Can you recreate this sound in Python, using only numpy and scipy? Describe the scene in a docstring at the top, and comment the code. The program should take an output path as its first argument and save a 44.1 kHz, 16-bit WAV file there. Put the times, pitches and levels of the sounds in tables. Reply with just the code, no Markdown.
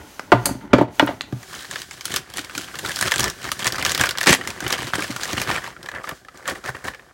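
"""First comes a low scrape, then a screwdriver knocks and drops on a wooden workbench in a shed.
The boards ring, the steel shaft clinks and the handle clacks. Next a plastic mail bag is pierced,
torn and shaken. Its thin film buckles (folds suddenly) in crackling clumps with louder snaps,
and the bench carries the thuds to a small microphone that overloads on the hardest hits."""
import sys
import numpy as np
from scipy import signal
from scipy.fft import rfft, irfft
from scipy.io import wavfile
from scipy.ndimage import uniform_filter1d

SR = 44100
rng = np.random.default_rng(int(sys.argv[2]) if len(sys.argv) > 2 else 0)


def materialize(psi):
    """Save the field psi as 16-bit PCM at rate SR to the path in sys.argv[1].

    A 1-D psi becomes a single channel; in a 2-D psi each row is a channel.
    """
    bounded = np.clip(np.atleast_2d(psi).T, -1, 1)
    quanta = np.round(bounded * 32767).astype(np.int16)
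    wavfile.write(sys.argv[1], SR, quanta)


N = 314433

# A "colour" says how strong each frequency is. A "fade" is the time taken to drop by 60 dB.
# Low sliding rumble and a faint hiss that dips after the loud knocks: (time [s], rumble [dB], hiss [dB])
SLIDE_LEVELS = [(0.0, -35, -49), (0.144, -59.5, -45.5), (0.326, -40.5, -53.5), (0.488, -29, -42.5),
                (0.575, -42, -53), (0.63, -38.5, -55), (0.69, -41, -61), (0.826, -25.5, -86),
                (0.948, -47, -45.5), (1.098, -37.5, -45.5), (1.244, -46.5, -58), (1.36, -50, -49.5),
                (1.45, -49, -45)]
# Colour of that faint hiss: (frequency [Hz], level [dB])
HISS_COLOUR = [(710, 1.5), (1200, -1), (3010, -4), (5590, -6.5), (6100, -2.5), (7740, -9), (16000, -13.5)]
# Colour of the air in the shed: (frequency [Hz], level [dB])
AIR_COLOUR = [(24, -29), (40, 14), (455, -7.5), (733, 2), (810, -8), (1720, -16), (2500, -49),
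              (4030, -36.5), (16000, -41)]
# The tones the bench rings with: (frequency [Hz], level [dB], base fade [s])
BENCH_TONES = [(118.2, -14.5, 0.25), (197, -8, 0.057), (233.5, -10, 0.11), (289.4, -4, 0.084),
               (320, -11, 0.076), (390, 7.5, 0.021), (583.5, 0.5, 0.05), (708, -6.5, 0.067),
               (890, 7, 0.031), (1013, -5.5, 0.042), (1205, -12, 0.061), (1420, 4.5, 0.02),
               (1860, 7, 0.0073), (2920, -3, 0.013)]
# Blows on the bench:
# (time [s], level [dB], favoured pitch [Hz], relative clatter [dB], ring length [factor], rise [ms])
BENCH_KNOCKS = [(0.195, -20, 1130, 6, 0.062, 1.4), (0.3192, 8, 660, -13, 0.84, 4.5),
                (0.328, -17, 118, -30, 1.1, 8.8), (0.463, -18, 590, -30, 1.2, 3),
                (0.49, -17.5, 890, -37, 0.59, 0.97), (0.507, -16, 320, -32, 0.56, 3.7),
                (0.546, -24.5, 115, -30, 0.39, 9), (0.609, -34.5, 305, -7, 2.4, 30),
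                (0.733, 5.5, 307, -7, 0.58, 3.5), (0.783, -3, 310, -15.5, 1.1, 2.1),
                (0.811, -0.5, 356, -26, 0.76, 1.5), (0.996, -2.5, 950, -4.5, 0.86, 1.3),
                (1.023, -4, 304, -18, 0.79, 2.7), (1.073, -15.5, 990, -5, 1.93, 0.74),
                (1.089, -10.5, 583, -24, 0.43, 3.8), (1.108, -16.5, 590, -20, 0.35, 2.6),
                (1.2094, -16, 1470, -6, 0.16, 0.18), (1.325, -15, 204, -11.5, 0.2, 8.3)]
# Colour of the clatter, a crowd of high tones: (frequency [Hz], level [dB])
CLATTER_COLOUR = [(500, -32), (1200, 3), (2000, 1), (2600, -8.5), (3700, -7.5), (4400, -7), (7000, -9.5),
                  (16000, -44)]
# How long the shed echoes: (frequency [Hz], fade [s])
SHED_FADES = [(200, 0.22), (800, 0.24), (2000, 0.25), (4000, 0.27), (12000, 0.21)]
# Steel hitting steel: (time [s], level [dB])
SHAFT_HITS = [(0.4566, -4.5)]
# The tones of the steel shaft: (frequency [Hz], level [dB], fade [s])
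SHAFT_TONES = [(2735, -11.5, 0.2), (4500, -4, 0.2), (6230, 0, 0.24), (6713, -8, 0.19), (7360, 0, 0.12),
               (8800, -10, 0.15), (9930, -16, 0.18), (11600, -8, 0.14)]
# Colour of the tick that starts a clink: (frequency [Hz], level [dB])
CLINK_COLOUR = [(590, -14), (1000, -5.5), (1420, -7), (3840, -13.5), (4450, -3), (5310, -14.5), (10100, -4),
                (16000, -20)]
# The hard handle landing on its edge: (time [s], level [dB])
HANDLE_HITS = [(0.7317, -20), (0.9958, -8.5), (1.0766, -27.5)]
# The tones of the handle: (frequency [Hz], level [dB], fade [s])
HANDLE_TONES = [(1870, 4.5, 0.016), (2430, -4, 0.015), (2930, 3, 0.033), (3390, -0.5, 0.033)]
# The loose tip ticking on the bench: (time [s], level [dB], middle frequency [Hz])
TIP_HITS = [(0.956, -35, 6800), (1.035, -33, 9500), (1.064, -23, 12500), (1.2096, -9.5, 2960),
            (1.218, -22, 6000)]
# The quiet rustle of film that is never still: (time [s], crackle [dB], hiss against crackle [dB])
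RUSTLE_LEVELS = [(1.35, -77, 16), (1.5, -47, 4), (1.8, -53, 5), (1.89, -54, 5.5), (2.27, -53.5, -2.5),
                 (2.48, -48, -1.5), (2.7, -46, 0.5), (3.0, -44.5, 8.5), (3.35, -52, 4.5), (3.57, -46, 3.5),
                 (3.9, -35.5, -20), (4.15, -40.5, -10), (4.58, -41, -5), (4.8, -52, -11), (4.92, -53, 3),
                 (5.2, -41, -1), (5.6, -37, -6.5), (5.77, -52.5, -5), (6.0, -50.5, -5), (6.17, -57, 6),
                 (6.24, -60.5, -2), (6.42, -54.5, -3), (6.8, -50, -3.5), (7.125, -55, -6.5)]
# Grips, pulls, rips and flaps:
# (time of full strength [s], swell [s], hold [s], crackle [dB], fizz against crackle [dB])
BAG_GRIPS = [(1.529, 0.013, 0.11, -41.5, 1.5), (1.719, 0.056, 0.093, -42, 4.5),
             (1.917, 0.014, 0.02, -46, 6), (2.132, 0.22, 0.026, -37, 2.5), (2.174, 0.0026, 0.016, -40, -6),
             (2.377, 0.14, 0.026, -38.5, -0.5), (2.564, 0.13, 0.081, -45, 7),
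             (2.758, 0.25, 0.0081, -43, -14), (2.838, 0.016, 0.17, -39.5, 2.5),
             (3.027, 0.044, 0.06, -28.5, -1.5), (3.118, 0.031, 0.19, -33.5, -9),
             (3.188, .005, 0.048, -28.5, -4), (3.448, 0.1, 0.031, -33, -3),
             (3.593, 0.018, 0.062, -36, -1.5), (3.661, 0.0036, 0.0059, -28.5, -5),
             (3.724, 0.015, 0.008, -29, -3), (3.783, 0.0073, 0.0089, -30, -3),
             (3.86, 0.048, 0.037, -26, -1), (4.009, 0.083, 0.044, -25, -4), (4.217, 0.027, 0.018, -33, -3),
             (4.263, 0.004, 0.046, -17, -11), (4.446, 0.051, 0.074, -38.5, -5),
             (4.624, .02, 0.14, -34.5, -5.5), (4.731, 0.036, 0.012, -29.5, -9),
             (4.792, 0.034, 0.092, -34, -2.5), (4.935, 0.0067, 0.018, -26, -8.5),
             (4.981, .01, 0.13, -36, 0.5), (5.211, 0.033, 0.12, -35, -0.5), (5.372, .01, 0.055, -33.5, 0),
             (5.484, 0.029, 0.082, -28, -8), (5.639, 0.018, 0.038, -38.5, -6.5),
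             (5.843, 0.1, 0.028, -41.5, -10), (5.938, 0.026, 0.048, -35, -18),
             (6.038, 0.012, 0.015, -42.5, -1.5), (6.077, 0.027, 0.026, -37, -14),
             (6.346, 0.017, 0.12, -47.5, -10), (6.472, 0.039, 0.034, -30.5, -6),
             (6.553, .02, 0.017, -40.5, -5), (6.658, 0.051, 0.03, -31, -7), (6.75, 0.012, 0.01, -36.5, -11),
             (6.845, 0.013, 0.038, -31.5, -5)]
# Colour of the plastic film: (frequency [Hz], level [dB])
FILM_COLOUR = [(290, -25), (500, 4.5), (688, -1.5), (1190, 5.5), (1360, 2.5), (1820, 4), (2330, 1),
               (2610, -3), (3060, -1.5), (3700, -5), (7420, -8), (15100, -19.5), (16000, -13.5)]
# Colour of the bag's thuds through the bench: (frequency [Hz], level [dB])
THUD_COLOUR = [(24, -56), (45, -9), (108, -2.5), (265, -8), (382, -3), (427, -13.5), (522, -13), (800, -13),
               (1040, -55), (1760, -120)]
# Hands and contents bumping the bench: (time [s], level [dB], favoured pitch [Hz])
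SOFT_BUMPS = [(1.357, -32, 111), (2.127, -32, 199), (2.388, -27, 226), (2.572, -26, 279), (2.838, -25, 400),
              (3.188, -25, 113), (3.662, -25.5, 102), (4.007, -22, 113), (4.269, -16, 390),
              (4.724, -20, 393), (4.84, -28, 107), (4.982, -16, 372), (5.094, -18, 178), (5.37, -24, 133),
              (5.487, -30, 108), (6.682, -34.5, 84.2), (6.853, -27, 274)]
# Loud buckles of the film: (time [s], ring level [dB], ring pitch [Hz], fizz level [dB])
LOUD_SNAPS = [(1.4295, -22.5, 1960, -31), (1.55, -38, 2310, -26), (1.6453, -20, 1680, -38),
              (1.711, -19, 1640, -18.5), (1.735, -21, 2270, -33), (1.7574, -11, 1700, -23),
              (1.8178, -25, 1830, -20), (1.91, -19.5, 2250, -25), (2.009, -22.5, 2290, -21.5),
              (2.054, -20.5, 1420, -10.5), (2.117, -21, 1680, -21), (2.14, -10.5, 1720, -13.5),
              (2.161, -12, 1460, -6), (2.167, -9.5, 3570, -16), (2.3, -28, 1640, -30),
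              (2.3378, -23, 3000, -24.5), (2.371, -20, 2930, -15.5), (2.3837, -16, 1800, -30),
              (2.3908, -15.5, 1510, -18), (2.446, -23, 2190, -23.5), (2.4956, -19, 1460, -33),
              (2.5509, -14.5, 2450, -22.5), (2.578, -13.5, 1450, -13), (2.741, -20.5, 1440, -36),
              (2.7547, -20, 1800, -23.5), (2.7879, -16, 2800, -19.5), (2.792, -21, 1610, -21),
              (2.848, -13, 1470, -31), (2.861, -18, 1430, -16), (2.893, -12, 1690, -20),
              (2.906, -14.5, 1670, -36), (2.917, -18, 2600, -18), (2.9595, -30, 3350, -12.5),
              (2.967, -14, 3300, -20), (2.989, -15, 1470, -16), (3.0108, -15, 1530, -7),
              (3.025, -6, 1790, -12), (3.1116, -15, 3300, -15), (3.1188, 0, 1750, -8.5),
              (3.139, -8, 1560, -13), (3.1591, -12, 3130, -11), (3.181, -29, 2720, -11),
              (3.1919, -10, 1157, -21), (3.195, -23, 2660, -7), (3.2044, -12, 1680, -7.5),
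              (3.2297, -19, 1480, -13), (3.241, -13, 1210, -6.5), (3.272, -13, 1810, -47),
              (3.2794, -14, 1740, -17.5), (3.299, -27, 1790, -15), (3.442, -15, 1730, -23),
              (3.5167, -9.5, 1290, -9.5), (3.592, -23, 2400, -19.5), (3.603, -25.5, 1720, -24),
              (3.644, -15, 1780, -12.5), (3.656, -8, 1770, -16), (3.668, -4.5, 1790, -7.5),
              (3.675, -7, 1990, -8.5), (3.7224, -20, 1800, -12.5), (3.759, -32, 1920, -18.5),
              (3.782, -12, 1270, -20), (3.825, -7, 2090, -16), (3.85, -14, 2100, -6),
              (3.8629, -8, 1700, -17), (3.894, -19, 1720, -11.5), (3.918, -11, 2020, -8.5),
              (3.948, -9, 2200, -8), (3.9769, -13, 1290, -11.5), (3.996, -5.5, 3280, -18),
              (4.0105, -2, 1670, -6), (4.0365, 2.5, 1670, -13.5), (4.057, -17, 1590, -14),
              (4.0684, -9, 1450, -18), (4.0902, -9.5, 3250, -10), (4.1086, -13, 1470, -12.5),
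              (4.152, -14, 1630, -45), (4.1738, -14, 1530, -17.5), (4.1837, -8, 3270, -12),
              (4.2074, -26, 1990, -17), (4.211, -5.5, 1790, -14), (4.23, -19, 1880, -13),
              (4.2378, -11, 1820, -15.5), (4.2599, -22, 1640, -13), (4.2698, 1.5, 2280, -6),
              (4.3066, -19, 1640, -9), (4.3268, 2, 1870, -14), (4.347, -5, 1900, -12),
              (4.4113, -12.5, 1930, -34), (4.4736, -12, 2060, -14.5), (4.503, -16, 2480, -20),
              (4.604, -14.5, 1520, -19), (4.645, -17, 1880, -35), (4.6654, -7, 2980, -29),
              (4.679, -27, 2100, -15), (4.7041, -12, 1690, -13.5), (4.721, -22, 1790, -17),
              (4.7255, -6.5, 3220, -7), (4.735, -8, 3130, -29), (4.781, -15.5, 1700, -22.5),
              (4.955, -16, 1660, -15.5), (4.992, -9.5, 1640, -26), (5.008, -15, 1160, -26),
              (5.0222, -8.5, 2280, -21), (5.0417, -10.5, 1740, -23), (5.1618, -12.5, 1410, -18.5),
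              (5.233, -16, 1670, -12.5), (5.254, -15, 1870, -23), (5.3053, -19, 1140, -31),
              (5.3783, -4, 2820, -29), (5.4155, -9, 2450, -13), (5.474, -12, 1750, -25),
              (5.5122, -8.5, 1860, -23), (5.556, -9, 2300, -39), (5.58, -11.5, 1820, -41),
              (5.6417, -15, 1630, -30), (5.675, -18.5, 960, -33), (5.764, -24, 1380, -57),
              (5.829, -30, 1600, -27), (5.86, -20.5, 1690, -29), (5.887, -12.5, 1750, -27.5),
              (5.915, -17.5, 1730, -34), (5.95, -18, 1700, -36), (5.9586, -13.5, 1750, -46),
              (6.041, -16, 1230, -43), (6.073, -17, 1730, -45), (6.091, -11.5, 1750, -21),
              (6.112, -18.5, 1180, -38), (6.248, -30.5, 1730, -43), (6.284, -22.5, 1270, -40.5),
              (6.3736, -45, 1030, -32.5), (6.455, -17, 1760, -36), (6.4769, -12, 1210, -15.5),
              (6.485, -5.5, 1830, -38), (6.508, -10, 1805, -36), (6.555, -19, 1890, -40),
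              (6.6398, -21.5, 1270, -33), (6.7501, -17, 1870, -42), (6.851, -24, 1700, -44),
              (6.8813, -8.5, 1800, -26), (6.9354, -20, 1730, -48), (6.9459, -19, 1770, -37),
              (6.994, -25.5, 1820, -68)]
# Loudness of the long tear: (time [s], level [dB])
RIP_LEVELS = [(4.267, -50), (4.272, -12.5), (4.3, -14), (4.322, -21.5), (4.33, -8.5), (4.345, -19.5),
              (4.358, -28), (4.368, -50)]
# Colour of the long tear: (frequency [Hz], level [dB])
TEAR_COLOUR = [(88, -33.5), (150, -11), (361, -2.5), (689, -15), (1140, -13.5), (1360, -22), (1870, -8),
               (7770, -16), (16000, -35)]

AIR_DB, TOP_HZ = -59.5, 16000
SPLIT_HZ, RUSTLE_FIZZ_DB = 3300, -36  # the film's "body" lies below the split, its "fizz" above
SWELL_DB, LET_GO_DB_PER_S = 30, 390  # a grip rises this far in its swell, then dies away
THUD_DB, THUD_FOLLOWS = -41, 0.75  # thud when the crackle is at -40 dB; dB of thud per dB of crackle
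SHEET_HZ, SHEET_DB = (1435, 1780), (-9, -5.5)  # the tight sheet rings: band; level against crackle, hiss
SMALL_PER_S, SMALL_DB, SMALL_SPREAD_DB, SMALL_HZ = 22, 10.5, 4, (1140, 2600)  # the lesser snaps
TINT_HZ, TINT_DB, TINT_OCTAVES = (3000, 12500), 6, 0.3  # each snap favours a band: range, boost, width
RING_CYCLES = 53  # a snap's ring drops 60 dB in this many cycles
LIFTED_S, LIFTED_THUD_DB, LIFTED_SHED_DB = 5.75, -3, 1.5  # the bag is held up: less thud, more echo
FLAP_HZ, FLAP_DB, LIFTED_DULL_HZ = (470, 760), -10.5, 2400  # held up, it flaps and sounds duller


def gain_of(db):
    """Turns decibels into a number to multiply by."""
    return 10 ** (np.asarray(db) / 20)


def evened(x):
    """Scales a signal to an average power of 1."""
    return x / np.sqrt(np.mean(x ** 2) + 1e-20)


def read(points, hz):
    """Looks up a value between the rows of a frequency table, spaced by pitch."""
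    f, value = np.transpose(points)
    return np.interp(np.log(hz + 1), np.log(f + 1), value)


def add(mix, s, sound):
    """Mixes a sound in at s seconds."""
    part = mix[round(s * SR):][:len(sound)]
    part += sound[:len(part)]


def filtered(x, order, hz, kind="low"):
    """Keeps the lows, the highs or one band; a higher order cuts more steeply."""
    return signal.sosfilt(signal.butter(order, hz, kind, fs=SR, output="sos"), x)


def coloured(x, points):
    """Gives a sound a colour, with a filter that rings only after each hit."""
    hz = abs(np.fft.fftfreq(8192, 1 / SR))
    log_gain = np.log(gain_of(np.maximum(read(points, hz), -90)))
    taps = np.fft.ifft(np.exp(np.conj(signal.hilbert(log_gain)))).real[:4096]
    return signal.oaconvolve(x, taps[None] if x.ndim > 1 else taps, axes=-1)[..., :x.shape[-1]]


def film_bands(x):
    """Gives a sound the film's colour and splits it into body and fizz."""
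    film = coloured(x, FILM_COLOUR)
    return [filtered(film, 4, SPLIT_HZ, kind) for kind in ("low", "high")]


def curves(rows):
    """Joins timed rows into curves, with a gate that is open from the first row to the last."""
    s, *cols = np.transpose(rows)
    t = np.arange(N) / SR
    gate = uniform_filter1d(1. * ((t >= s[0]) & (t <= s[-1])), size=2000)
    return [np.interp(t, s, c) for c in cols], gate


def drift(hz):
    """A random wander that changes about hz times a second."""
    return evened(signal.lfilter([1], [1, -np.exp(-2 * np.pi * hz / SR)], rng.standard_normal(N)))


def flutter(shape, samples):
    """A random wobble, smoothed over this many samples."""
    return evened(uniform_filter1d(rng.standard_normal(shape), size=samples))


def slide():
    """Lumpy rubbing shakes the bench's low tones; a faint hiss dips after the loud knocks."""
    (rumble_db, hiss_db), gate = curves(SLIDE_LEVELS)
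    hz, db, fade = np.transpose(BENCH_TONES)[:, :, None]
    t = np.arange(8000) / SR
    wood = (gain_of(db - 2.1 * np.log2(hz) - 60 * t / fade) * np.sin(2 * np.pi * hz * t)).sum(0)
    rubbing = rng.standard_normal(N) * gain_of(3.7 * drift(28.0))
    rumble = signal.oaconvolve(rubbing, wood)[:N]
    hiss = coloured(rng.standard_normal(N), HISS_COLOUR)
    return gate * (gain_of(rumble_db) * evened(rumble) + gain_of(hiss_db) * evened(hiss))


def air():
    """The shed's air makes a faint, steady, low noise."""
    return gain_of(AIR_DB) * evened(coloured(rng.standard_normal(N), AIR_COLOUR))


def bench_ring(t, struck_hz, length, rise_s, focus_db):
    """The struck bench rings; its tones lose focus_db for each octave away from struck_hz."""
    hz, db, fade = np.transpose(BENCH_TONES)[:, :, None]
    near_db = -focus_db * abs(np.log2(hz / struck_hz))
    phase, twin_phase, apart = rng.random((3,) + hz.shape)
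    # every tone has a weaker twin close by, so the ring pulses unevenly
    twin = np.sin(2 * np.pi * (hz * (.94 + 0.16 * apart) * t + twin_phase))
    wave = np.sin(2 * np.pi * (hz * t + phase)) + 0.59 * twin
    wave *= 1 + 0.26 * flutter(wave.shape, samples=400)  # loose boards chatter
    ring = (gain_of(db + near_db - 60 * t / (fade * length)) * wave).sum(0)
    ring *= (1 - np.exp(-t / rise_s)) ** 2
    return ring / abs(ring).max()


def knocks():
    """Each blow rings the bench and adds a clatter: a crack, then a duller tail."""
    out, t = np.zeros(N), np.arange(SR // 3) / SR
    for s, level_db, struck_hz, clatter_db, length, rise_ms in BENCH_KNOCKS:
        noise = evened(coloured(rng.standard_normal(len(t) + 2000), CLATTER_COLOUR))
        crack = noise[2000:] * gain_of(-60 * t / 0.014) * (1 - np.exp(-t / 0.001)) ** 2
        tail = filtered(noise, 4, 3900)[2000:] * gain_of(1.5 - 60 * t / (0.078 * length))
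        ring = bench_ring(t, struck_hz, length, rise_ms / 1000, focus_db=7.0)
        add(out, s, gain_of(level_db) * (ring + gain_of(clatter_db - 4.0) * (crack + tail)))
    return out


def shed_echo(x):
    """Many small echoes blur into a tail, each frequency dying at its own speed."""
    echoes = np.zeros(SR // 2)
    at = np.arange(200, len(echoes) - 20, 20)
    echoes[at + rng.integers(0, 20, len(at))] = rng.choice([-1., 1.], len(at))
    hz, t, spectrum = signal.stft(echoes, SR, nperseg=256)
    tail = signal.istft(spectrum * gain_of(-60 * t / read(SHED_FADES, hz)[:, None]), SR, nperseg=256)[1]
    return signal.oaconvolve(x, tail / np.linalg.norm(tail))[:N]


def shaft_clinks():
    """The steel shaft gives a bright tick, and its high tones flutter as it rattles."""
    out, t = np.zeros(N), np.arange(SR // 3) / SR
    hz, db, fade = np.transpose(SHAFT_TONES)[:, :, None]
    for s, level_db in SHAFT_HITS:
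        rattle = 1 + 0.99 * flutter((len(hz), len(t)), samples=250)
        ring = (gain_of(db - 60 * t / fade) * rattle * np.sin(2 * np.pi * hz * t)).sum(0)
        noise = evened(coloured(rng.standard_normal(len(t)), CLINK_COLOUR))
        tick = noise * (gain_of(-60 * t / 0.038) + gain_of(-13.0 - 60 * t / 0.068))
        add(out, s, gain_of(level_db) * (0.042 * ring + 0.47 * tick))
    return out


def handle_clacks():
    """The plastic handle rings briefly, fading unevenly as it chatters."""
    out, t = np.zeros(N), np.arange(4000) / SR
    hz, db, fade = np.transpose(HANDLE_TONES)[:, :, None]
    for s, level_db in HANDLE_HITS:
        chatter = 1 + 0.2 * flutter((len(hz), len(t)), samples=80)
        tones = np.sin(2 * np.pi * (hz * t + rng.random(hz.shape)))
        ring = (gain_of(db - 60 * t / fade) * chatter * tones).sum(0)
        add(out, s, gain_of(level_db) * ring * (1 - np.exp(-t / 0.00015)))
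    return out


def tip_ticks():
    """The loose tip taps the bench: a sharp click with a little noise, about an octave wide."""
    out, t = np.zeros(N), np.arange(600) / SR
    for s, level_db, middle_hz in TIP_HITS:
        click = (t == 0) + 0.16 * rng.standard_normal(len(t)) * gain_of(-60 * t / .012)
        tick = filtered(click, 2, (middle_hz / 1.5, middle_hz * 1.5), "band")
        add(out, s, gain_of(level_db) * tick / abs(tick).max())
    return out


def handling():
    """How strongly the hands stir up body, fizz and hiss: the rustle and the grips add as power."""
    (rustle_db, hiss_db), gate = curves(RUSTLE_LEVELS)
    t = np.arange(N) / SR
    body, fizz = gain_of(2 * rustle_db), gain_of(2 * (rustle_db + RUSTLE_FIZZ_DB))
    for s, swell, hold, grip_db, fizz_db in BAG_GRIPS:
        part = slice(round((s - .3) * SR), round((s + hold + .3) * SR))
        early, late = np.maximum(s - t[part], 0), np.maximum(t[part] - s - hold, 0)
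        db = grip_db - SWELL_DB * early / swell - LET_GO_DB_PER_S * late
        add(body, part.start / SR, gain_of(2 * db))
        add(fizz, part.start / SR, gain_of(2 * (db + fizz_db)))
    return gate * np.sqrt([body, fizz, gain_of(2 * (rustle_db + hiss_db))])


def crackle(per_s=600., spread_db=5.0, clump_db=2.5, wash=0.99, kinds=24):
    """Tiny buckles, each a short ringing burst, swell in clumps over a wash of noise."""
    clumps = gain_of(clump_db * drift(22.0))
    sizes = gain_of(spread_db * np.minimum(rng.exponential(1, N), 3.2))
    kicks = sizes * (rng.random(N) < per_s / SR)
    kind = rng.integers(0, kinds, N)
    buckles, t = np.zeros(N), np.arange(500) / SR
    for k in range(kinds):
        hz = np.exp(rng.uniform(np.log(900), np.log(10000)))
        fade = rng.uniform(.002, .009)
        shape = gain_of(-60 * t / fade) * np.minimum(t / .0006, 1)
        burst = (rng.standard_normal(len(t)) + np.sin(2 * np.pi * hz * t)) * shape
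        buckles += signal.oaconvolve(kicks * (kind == k), burst / np.linalg.norm(burst))[:N]
    return clumps * (evened(buckles) + wash * rng.standard_normal(N)), clumps


def bag():
    """The film crackles, hisses and rings, and its clumps thud on the bench. Held up, it flaps."""
    body_gain, fizz_gain, hiss_gain = handling()
    buckles, clumps = crackle()
    body, fizz = map(evened, film_bands(buckles))
    hiss = evened(film_bands(rng.standard_normal(N))[1])
    sheet = evened(filtered(rng.standard_normal(N), 2, SHEET_HZ, "band"))
    push = evened(clumps * gain_of(5.4 * drift(14.5)) * rng.standard_normal(N)) + .5 * evened(buckles)
    thud = evened(coloured(push, THUD_COLOUR))
    lifted = np.arange(N) / SR > LIFTED_S
    flap = gain_of(FLAP_DB) * evened(filtered(buckles, 2, FLAP_HZ, "band"))
    body = np.where(lifted, filtered(body, 2, LIFTED_DULL_HZ) + flap, body)
    thud_gain = gain_of(THUD_DB + LIFTED_THUD_DB * lifted) * (100 * body_gain) ** THUD_FOLLOWS
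    sheet_gain = np.hypot(gain_of(SHEET_DB[0]) * body_gain, gain_of(SHEET_DB[1]) * hiss_gain)
    return sheet_gain * sheet + body_gain * body + fizz_gain * fizz + hiss_gain * hiss + thud_gain * thud


def thumps():
    """Soft bumps mostly wake the bench's low tones."""
    out, t = np.zeros(N), np.arange(SR // 3) / SR
    for s, level_db, struck_hz in SOFT_BUMPS:
        add(out, s, gain_of(level_db) * bench_ring(t, struck_hz, length=0.77, rise_s=0.003, focus_db=9.5))
    return out


def small_snaps():
    """Lists lesser buckles at random moments, as strong as the handling is just then."""
    body_gain, fizz_gain, _ = handling()
    when, pitch, low, high = rng.random((400, 4)).T
    s = RUSTLE_LEVELS[0][0] - np.cumsum(np.log(when + 1e-9)) / SMALL_PER_S
    at = np.minimum(s * SR, N - 1).astype(int)
    ring_db = 20 * np.log10(body_gain[at] + 1e-9) + SMALL_DB + SMALL_SPREAD_DB * (2 * low - 1)
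    fizz_db = 20 * np.log10(fizz_gain[at] + 1e-9) + SMALL_DB + SMALL_SPREAD_DB * (2 * high - 1)
    hz = SMALL_HZ[0] * (SMALL_HZ[1] / SMALL_HZ[0]) ** pitch
    return [row for row in zip(s, ring_db, hz, fizz_db) if row[0] < RUSTLE_LEVELS[-1][0]]


def snaps():
    """Each buckle is a short burst, part noise and part ring, with a fizz of its own tint and length."""
    out, t = np.zeros(N), np.arange(1500) / SR
    rows = LOUD_SNAPS + small_snaps()
    noise = rng.standard_normal((len(LOUD_SNAPS) + 400, len(t)))
    tint, length = rng.random((len(noise), 2)).T[:, :, None]
    tint_hz = TINT_HZ[0] * (TINT_HZ[1] / TINT_HZ[0]) ** tint
    octaves = np.log2((np.fft.rfftfreq(len(t), 1 / SR) + 1) / tint_hz)
    tinted = irfft(rfft(noise) * gain_of(TINT_DB * np.exp(-(octaves / TINT_OCTAVES) ** 2)), len(t))
    rise = (1 - np.exp(-t / 0.0005)) ** 2
    bodies = film_bands(noise * rise * gain_of(-60 * t / 0.035))[0]
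    fizz_shape = gain_of(-60 * t / (0.0054 + 0.0027 * length)) + gain_of(-20.5 - 60 * t / 0.087)
    fizzes = film_bands(tinted * rise * fizz_shape)[1]
    wobble = uniform_filter1d(noise[:, ::-1], size=60)  # the ring wavers as the crease moves
    bends = 0.0092 * np.cumsum(evened(wobble), axis=1)
    for (s, ring_db, hz, fizz_db), body, fizz, bend in zip(rows, bodies, fizzes, bends):
        tone = rise * np.sin(2 * np.pi * hz * t + bend) * gain_of(-60 * t * hz / RING_CYCLES)
        ring = 0.058 * evened(body) + 0.5 * tone
        add(out, s, gain_of(ring_db) * ring + gain_of(fizz_db) * 0.13 * evened(fizz))
    return out


def rip():
    """The film gives way in one dense, rough burst."""
    rough = rng.standard_normal(N) * gain_of(3.0 * drift(130.0))
    level_db = np.interp(np.arange(N) / SR, *np.transpose(RIP_LEVELS), left=-120, right=-120)
    return gain_of(level_db) * evened(coloured(rough, TEAR_COLOUR))


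def scene():
    """Mixes everything close to the microphone, with a little of the shed's echo and air."""
    tool = knocks() + shaft_clinks() + tip_ticks()
    film = bag() + snaps() + thumps() + rip()
    film_echo_db = -17.0 + LIFTED_SHED_DB * (np.arange(N) / SR > LIFTED_S)
    to_walls = gain_of(-10.5) * tool + gain_of(film_echo_db) * film
    return (air() + tool + handle_clacks() + film + shed_echo(to_walls) + slide())[None]


def record(dry):
    """The small microphone squashes the loudest peaks and loses the deepest bass and highest treble."""
    clipped = dry / (1 + abs(dry) ** 8) ** (1 / 8)
    thin = filtered(clipped, 4, 48, "high")
    treble_cut = signal.firwin(511, TOP_HZ, window=("kaiser", 9), fs=SR)
    return signal.oaconvolve(thin, treble_cut[None], "same")


dry = scene()
out = record(dry)
materialize(out)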